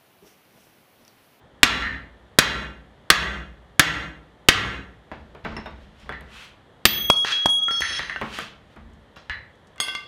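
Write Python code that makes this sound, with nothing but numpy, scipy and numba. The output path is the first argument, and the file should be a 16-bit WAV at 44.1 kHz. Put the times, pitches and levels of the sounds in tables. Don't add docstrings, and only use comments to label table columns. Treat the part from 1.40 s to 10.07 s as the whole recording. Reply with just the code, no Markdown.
import sys
import numpy as np
from scipy import signal
from scipy.fft import rfft, irfft, next_fast_len
from scipy.io import wavfile
from scipy.ndimage import uniform_filter1d
from numba import njit

SR = 44100
rng = np.random.default_rng(int(sys.argv[2]) if len(sys.argv) > 2 else 0)


def unload_audio(sound):
    columns = np.transpose(np.atleast_2d(sound))
    steps = np.round(np.clip(columns, -1, 1) * 32767)
    wavfile.write(sys.argv[1], SR, steps.astype(np.int16))


def volts(x):
    e = np.asarray(x, float) / 20
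    return 10 ** e


N = 382347

# pitch_hz, level_db, t60_s
BLOCK_MODES = [(1220, -19.5, 1), (1232, -16, 0.097), (1260, -8, 0.52), (1366, -6.5, 0.98),
               (1550, -3.5, 0.49), (1688, -1.5, 0.41), (1790, 4, 0.2), (1913, -0.5, 0.21),
               (1940, -0.5, 0.27), (2060, -3.5, 0.35), (2194, -7, 0.3), (2493, -2.5, 0.24), (2780, 3, 0.17),
               (3175, -4, 0.44), (3395, -7.5, 0.54), (3930, -10.5, 0.55), (4163, -20.5, 0.1),
               (5500, -7, 0.11), (6400, -9, 0.15), (7340, -27, 0.18)]
# pitch_hz, level_db, t60_s
STAND_MODES = [(55.2, -2, 1), (64.7, -4.5, .8), (154, -8, 0.44), (202.3, -6.5, 0.44), (240, -20, 0.053)]


def blows():
    # start_s, block_ring_db, crack_db, bright_crack_db, weight_db (shakes stand, rings head)
    hits = [
        (0.2312, 3.5, 9.5, -5.5, -18),
        (0.987, 1.5, 6.5, 8.5, -21),
        (1.7021, 3, 7.5, 4.5, -18),
        (2.3950, 1, 5.5, 3, -24.5),
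        (3.0863, 3.5, 10, -1.5, -22.5),
        (5.4536, -14, 4.5, 5.5, -32.5),
    ]
    # pitch_hz, level_db, t60_s
    head_modes = [(11380, 4.5, 0.6), (14350, -2, .4), (5460, 7.5, .25), (6300, 10, 0.22)]
    s, block_db, crack_db, bright_db, weight_db = np.transpose(hits)
    body = struck(BLOCK_MODES, s, block_db - 8.5, spread_db=-4.0, damping=0.18)
    rattle = chatter(BLOCK_MODES, s, block_db - 33.5, t60=0.39, damping=0.14)
    snap = crack(s, crack_db, 1400, 4500, t60=0.075)
    bright_snap = crack(s, bright_db, 3600, 19000, t60=0.02)
    boom = crack(s, crack_db - 9.5, 110, 320, t60=0.081)
    head = struck(head_modes, s, weight_db - 8, spread_db=6.5, damping=0.15)
    thud = struck(STAND_MODES, s + 0.0012, weight_db + 4, spread_db=0.5, damping=1.0)
    return body + rattle + snap + bright_snap + boom + head, thud


def drift():
    # start_s, knock_db, bending_ring_db, twisting_ring_db, upper_ring_db
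    bounces = [
        (5.4538, 0, -38, -50, -26),
        (5.7007, 8, -20, -24, -22),
        (5.848, 0, -28, -34, -28),
        (6.0584, 6, -20, -34, -22),
        (6.31, -14, -22, -20, -24),
        (6.408, -14, -50, -22, -23),
        (6.593, -30, -65, -52, -46),
        (6.82, -50, -90, -90, -80),
    ]
    # takeoff_s, main_ring_db, edge_on_s, half_turn_s, beating_twin_db
    tumbling = [(5.4538, -11, 5.2, 1.5, -6), (5.848, -22, 5.7, .6, -6), (6.288, -5, 6.2, .3, -16),
                (6.408, -20, 6.2, .8, -6), (5.7007, 5, 5.752, .115, -30), (5.922, -5, 5.89, .2, -26),
                (6.0584, 8, 6.21, .13, -30), (6.245, -2, 6.23, .12, -30), (6.593, -44, 6.4, .8, -4),
                (6.82, -90, 6.4, .8, -8)]
    # pitch_hz, level_db, t60_s, ring family (0 bending, 1 twisting, 2 upper, 3 lengthwise)
    drift_modes = [(1272, 0, 1.5, 0), (4407, 2, 1.0, 1), (5345, 0, 1.2, 1), (5318, -7, 1.2, 1),
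                   (6212, 0, 1.5, 2), (6238, -7, 1.2, 2), (9625, -9, .9, 2), (9962, -9, .7, 2),
                   (13990, 0, .8, 3), (13946, -5, .8, 3), (14400, -5, .8, 3), (15020, -20, .8, 3)]
    rows, flights = np.array(bounces), np.array(sorted(tumbling))
    live = slice(int(rows[0, 0] * SR) + 1, int(7.2 * SR))
    t = time_axis()[live]
    flight = np.clip(np.searchsorted(flights[:, 0], t) - 1, 0, None)
    takeoff, main_db, edge_on, half_turn, twin_db = flights[flight].T
    turn = np.pi * (t - edge_on) / half_turn

    tone = np.sin(2 * np.pi * 3310 * t) + volts(twin_db) * np.sin(2 * np.pi * 3336 * t)
    main_t60_s, beam_width, edge_leak_db = 1.8, 2.2, -18
    facing = np.hypot(np.tanh(beam_width * np.sin(turn)), volts(edge_leak_db))
    main_gain = volts(main_db - 60 * (t - takeoff) / main_t60_s) * facing
    sound = uniform_filter1d(main_gain, size=200) * tone

    last = np.clip(np.searchsorted(rows[:, 0], t) - 1, 0, None)
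    since = t - rows[last, 0]
    along_db = -2.5 - 26.5 * (last > 0) - 6 * np.maximum(last - 1, 0)
    family_db = [*rows[last, 2:].T, along_db]
    phase = rng.uniform(0, 2 * np.pi, (len(rows), len(drift_modes)))
    side_beam = np.hypot(np.cos(turn), volts(-8))
    for k, (hz, db, t60, family) in enumerate(drift_modes):
        beam = side_beam if hz < 5000 else np.hypot(np.cos(2.6 * turn + k), volts(-8))
        level_db = family_db[round(family)] + db - 60 * since / t60
        sound += volts(level_db) * beam * np.sin(2 * np.pi * hz * since + phase[last, k])
    rings = np.zeros(N)
    rings[live] = sound

    s, knock_db = rows[:, 0], rows[:, 1]
    floor = crack(s, knock_db + 0.78, 180, 2100, t60=0.017) + crack(s, knock_db - 4, 250, 1900, t60=0.01)
    return rings, floor + crack(s, knock_db - 24, 4500, 15000, t60=0.0087)


def clanks():
    # start_s, peak_db, bright_crack_db and stand_thud_db (both relative to the peak)
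    drops = [
        (0.4231, -10.5, -32.5, -17),
        (0.4544, -13, -39, -5),
        (0.5075, -38, -33.5, -31),
        (0.6046, -43, -37, -16.5),
        (4.1665, -32.5, -33, -28),
        (4.724, -27, -33, -42),
        (6.42, -6, -18.5, -26),
        (6.5935, -19, -21, -23),
        (6.6965, -21, -28.5, -22),
        (7.897, -17.5, -37.5, -10.5),
    ]
    # pitch_hz, level_db, t60_s
    bar_modes = [(1600, -12, 0.4), (1720, -2, .35), (1790, 0, 0.5), (1840, 0, 0.5), (1905, 2, 0.3),
                 (1955, -1, 0.3), (2010, -3, 0.4), (2060, -8, .3), (2830, -13, 0.5), (3430, -16, 0.3),
                 (3960, -12, 0.35), (4040, -13, 0.3)]
    s, peak_db, bright_db, thud_db = np.transpose(drops)
    body = struck(bar_modes, s, peak_db - 13.5, spread_db=4.0, damping=0.3)
    body = body + chatter(bar_modes, s, peak_db - 37, t60=0.25, damping=0.2)
    tick = crack(s, peak_db + bright_db - 1, 3500, 19000, t60=0.0057)
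    snap = crack(s, peak_db - 7.5, 1400, 3000, t60=0.014)
    jolt = struck(STAND_MODES[:2], s, peak_db + thud_db, spread_db=7.0, damping=0.11)
    return band(body, 1000, 4500) + tick + snap, jolt


def knocks():
    # start_s, block_ring_db, weight_db (dull crack and stand thud), bright_tick_db
    contacts = [(3.716, -32, -30.5, -60), (3.949, -39.5, -39, -63), (4.049, -18, -23.5, -55),
                (4.119, -46, -37.5, -71), (4.166, -32, -30.5, -70), (4.259, -28, -31, -59),
                (4.309, -50.5, -49, -66), (4.66, -50, -47, -72), (4.693, -20.5, -29.5, -51),
                (4.809, -46, -42, -51), (6.283, -4.5, -31, -34), (6.309, -3, -34, -28),
                (6.369, -27, -45, -33.5), (6.406, -31, -47, -23), (6.506, -36, -33, -47),
                (6.594, -6, -32, -49.5), (6.698, -20.5, -40.5, -71), (6.761, -16.5, -39, -83),
                (6.814, -30, -21, -46.5), (6.988, -14, -32.5, -38), (7.362, -51.5, -41, -62),
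                (7.766, -35, -42.5, -59), (8.36, -36.5, -50, -62)]
    # start_s, level_db
    scale_ticks = [(4.599, -55), (7.499, -69), (7.534, -60), (8.154, -63.5), (8.271, -55)]
    # pitch_hz, level_db, t60_s
    tong_modes = [(5340, -0.5, 0.15), (7060, -10.5, 0.11), (9200, -21, 0.14), (11380, -23, 0.18),
                  (3690, 10.5, 0.18), (1970, 21, .2)]
    # start_s, level_db
    jaw_taps = [(4.167, -46.5), (4.261, -54), (4.63, -63)]
    # start_s, level_db
    rivet_taps = [(7.767, -50)]
    s, ring_db, weight_db, tick_db = np.transpose(contacts)
    body = struck(BLOCK_MODES[:17], s, ring_db - 22, spread_db=10.5, damping=0.13)
    body = body + crack(s, weight_db, 80, 1400, t60=0.21)
    tick = crack(s, tick_db + 9.5, 4000, 16000, t60=0.006)
    scale = crack(*np.transpose(scale_ticks), 2200, 7900, t60=0.042)
    jaws = struck(tong_modes, *np.transpose(jaw_taps), spread_db=11.5, damping=0.39)
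    rivet = struck(tong_modes[1:4], *np.transpose(rivet_taps), spread_db=8, damping=0.74)
    bump = struck(STAND_MODES, s, weight_db - 13.5, spread_db=4.0, damping=1.0)
    return band(body, 80, 3440) + tick + scale + jaws + rivet, bump


def chisel():
    # start_s, low_modes_db, middle_modes_db, high_modes_db, tick_db
    lifts = [
        (8.381, -43, -55, -77, -40),
        (8.402, -66, -18, -17.5, -18.5),
        (8.483, -25.5, -31.5, -54, -28),
        (8.551, -25, -34.5, -48.5, -22),
    ]
    # pitch_hz, level_db, t60_s
    chisel_modes = [(1174, -6, .4), (1540, -5, .35), (2105, 0, .35), (2772, -2, .4), (3289, -2, .15),
                    (3359, 3, .4), (4414, -8, .35), (4549, -14, .2), (4926, -6, .35), (6519, 0, .2),
                    (7967, -18, .15), (8441, -4, .27), (9921, -14, .4), (10670, -12, .33),
                    (12860, -18, .45), (13440, -22, .3), (15340, -10, .35)]
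    s, low_db, middle_db, high_db, tick_db = np.transpose(lifts)
    low = struck(chisel_modes[:4], s, low_db, spread_db=1, damping=0.45)
    middle = struck(chisel_modes[4:9], s, middle_db, spread_db=1, damping=0.4)
    high = struck(chisel_modes[9:], s, high_db, spread_db=3, damping=0.71)
    tick = crack(s, tick_db, 900, 5000, t60=0.0077)
    rattle = chatter(chisel_modes[:9], s, middle_db - 31.5, t60=0.45, damping=0.2)
    return low + middle + high + tick + rattle


def drag():
    # start_s, length_s, grit_db, stand_shake_db
    drags = [(3.744, 0.23, -67, -44), (4.043, 0.33, -52, -33), (4.42, .2, -67, -48),
             (4.632, 0.55, -62, -40), (5.851, .07, -14, -60), (6.297, .1, -41, -65),
             (6.409, 0.19, -24.5, -50), (6.69, 0.3, -53, -51), (6.926, 0.13, -43, -47.5),
             (7.104, 0.19, -72, -68), (7.363, 0.21, -79, -42), (7.761, 0.022, -50.5, -65)]
    clicks = rng.random(N) < 5000 / SR
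    sizes = volts(4.8 * np.minimum(rng.exponential(1, N), 4))
    grit = clicks * sizes * rng.choice([-1, 1], N)
    ring = through(BLOCK_MODES, 0.3, grit)
    scrape = volts(9.5) * band(grit, 1400, 4300) / np.std(grit)
    sound = band(ring / np.std(ring) + scrape, 750, 6500)
    shake = through(STAND_MODES, 0.14, grit)
    s, length, grit_db, shake_db = np.transpose(drags)
    shape = dict(rise=5995, sag=44, fall=200.5)
    grit_gain = strokes(s, length, grit_db, **shape)
    return grit_gain * sound, strokes(s, length, shake_db, **shape) * shake / np.std(shake)


def scuffs():
    # start_s, length_s, level_db
    brushes = [(4.418, .01, -59.5), (4.609, .02, -54.5), (4.702, 0.22, -90.5), (4.949, .1, -44),
               (6.82, 0.043, -51), (6.949, 0.068, -36), (7.317, .01, -61.5)]
    # pitch_hz, density_db (per Hz)
    scuff_colour = [(470, -44.5), (800, -7), (1330, 0.5), (1840, -0.5), (1930, -0.5), (3130, 1.5),
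                    (4710, -10), (15500, -26.5)]
    gain = strokes(*np.transpose(brushes), rise=230, sag=0, fall=230)
    return gain * volts(1.5) * coloured(scuff_colour)


def air():
    # pitch_hz, density_db (per Hz)
    air_colour = [(18, -24), (30, -3.5), (93, 3), (210, -1), (295, -5), (499, -2.5), (1590, -12.5),
                  (1760, -9), (2540, -22), (3310, -15), (5040, -31.5), (13300, -39.5), (16000, -60)]
    return volts(-53 + 1.5) * coloured(air_colour)


def workshop(x):
    # pitch_hz, t60_s
    room_t60 = [(100, 0.57), (300, 0.64), (1000, 0.46), (2500, 0.41), (5000, 0.28), (9000, 0.093),
                (15000, 0.16)]
    # pitch_hz, level_db
    room_colour = [(100, 2), (400, -3), (1500, -2), (4000, 2.5), (9000, 3), (15000, -3)]
    t = np.arange(SR) / SR
    edges = 60 * 2 ** np.arange(0, 8.1, 0.5)
    tail = 0
    for low, high in zip(edges, edges[1:]):
        hz = np.sqrt(low * high)
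        fall = volts(at_hz(room_colour, hz) - 60 * t / at_hz(room_t60, hz))
        tail = tail + band(rng.standard_normal(SR), low, high) * fall
    tail = tail * (1 - np.exp(-t / 0.011))
    return signal.fftconvolve(x, tail / np.sqrt(np.sum(tail ** 2)))[:N]


def struck(modes, times, level_db, spread_db, damping):
    chance = rng.standard_normal((len(times), len(modes)))
    strength = volts(level_db[:, None] + spread_db * chance)
    return placed(times, strength @ rings_of(modes, damping))


def crack(times, level_db, low_hz, high_hz, t60):
    noise = band(rng.standard_normal((len(times), SR // 2)), low_hz, high_hz)
    noise = noise[:, 2000:]
    fall = volts(level_db[:, None] - 60 * np.arange(noise.shape[1]) / SR / t60)
    return placed(times, fall * noise / np.std(noise))


def chatter(modes, times, level_db, t60, damping):
    return through(modes, damping, crack(times, level_db, 310, 16000, t60))


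def through(modes, damping, force):
    return signal.oaconvolve(force, rings_of(modes, damping).sum(axis=0))[:N]


def rings_of(modes, damping):
    hz, level_db, t60 = np.transpose(modes)[:, :, None]
    t = np.arange(int(1.3 * damping * t60.max() * SR) + 1) / SR
    return volts(level_db - 60 * t / (t60 * damping)) * np.sin(2 * np.pi * hz * t)


def placed(times, sounds):
    out = np.zeros(N + sounds.shape[1])
    for s, sound in zip(times, sounds):
        first = round(s * SR)
        out[first:first + len(sound)] += sound
    return out[:N]


def strokes(start, length, level_db, rise, sag, fall):
    coarse = time_axis()[::32]
    since = coarse - start[:, None]
    length = length[:, None]
    loss_db = rise * np.maximum(-since, 0) + sag * np.clip(since, 0, length)
    loss_db = loss_db + fall * np.maximum(since - length, 0)
    return np.interp(time_axis(), coarse, volts(level_db[:, None] - loss_db).sum(axis=0))


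def time_axis():
    return np.arange(N) / SR


def at_hz(points, hz):
    table_hz, value = np.transpose(points)
    return np.interp(np.log(hz), np.log(table_hz), value)


def coloured(spectrum):
    size = next_fast_len(N, real=True)
    hz = np.maximum(np.fft.rfftfreq(size, 1 / SR), 1)
    x = irfft(rfft(rng.standard_normal(size)) * volts(at_hz(spectrum, hz)), size)[:N]
    return x / np.std(x)


def band(x, low_hz, high_hz):
    return signal.sosfilt(signal.butter(2, [low_hz, high_hz], "band", fs=SR, output="sos"), x)


def scene():
    hit, thud = blows()
    rings, bounce = drift()
    clank, jolt = clanks()
    knock, bump = knocks()
    grit, shake = drag()
    contacts = hit + knock + clank + grit + scuffs()
    lows = thud + bump + jolt + shake
    loose = bounce + chisel()
    sent = volts(-10.5) * contacts + volts(-13.5) * loose + volts(-23) * rings + volts(-4.0) * lows
    return (contacts + rings + loose + lows + workshop(sent) + air())[None]


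@njit
def follow(wanted_db, attack, release):
    gain_db, state = np.empty_like(wanted_db), 0.0
    for i in range(len(wanted_db)):
        state += (attack if wanted_db[i] < state else release) * (wanted_db[i] - state)
        gain_db[i] = state
    return gain_db


def compressor(x, threshold_db, slope, sense_s, attack_s, release_s):
    k = 1 / (sense_s * SR)
    level_db = 10 * np.log10(signal.lfilter([k], [1, k - 1], x ** 2) + 1e-12)
    wanted_db = -slope * np.maximum(level_db - threshold_db, 0)
    return x * volts(follow(wanted_db, 1 / (attack_s * SR), 1 / (release_s * SR)))


def roll_off(x):
    return signal.sosfilt(signal.butter(12, 16320, fs=SR, output="sos"), x)


def record(dry):
    heard = band(dry[0], 36, 12000)
    heard = heard + 0.03 * band(np.clip(heard, -2, 2) ** 2, 30, 16000)
    overloaded = heard / (1 + np.abs(heard) ** 5.6) ** (1 / 12.0)
    held = compressor(overloaded, threshold_db=-26.0, slope=0.67,
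                      sense_s=0.011, attack_s=0.0087, release_s=0.018)
    return roll_off(np.clip(0.77 * held, -1, 1)[None])


dry = scene()
out = record(dry)
unload_audio(out)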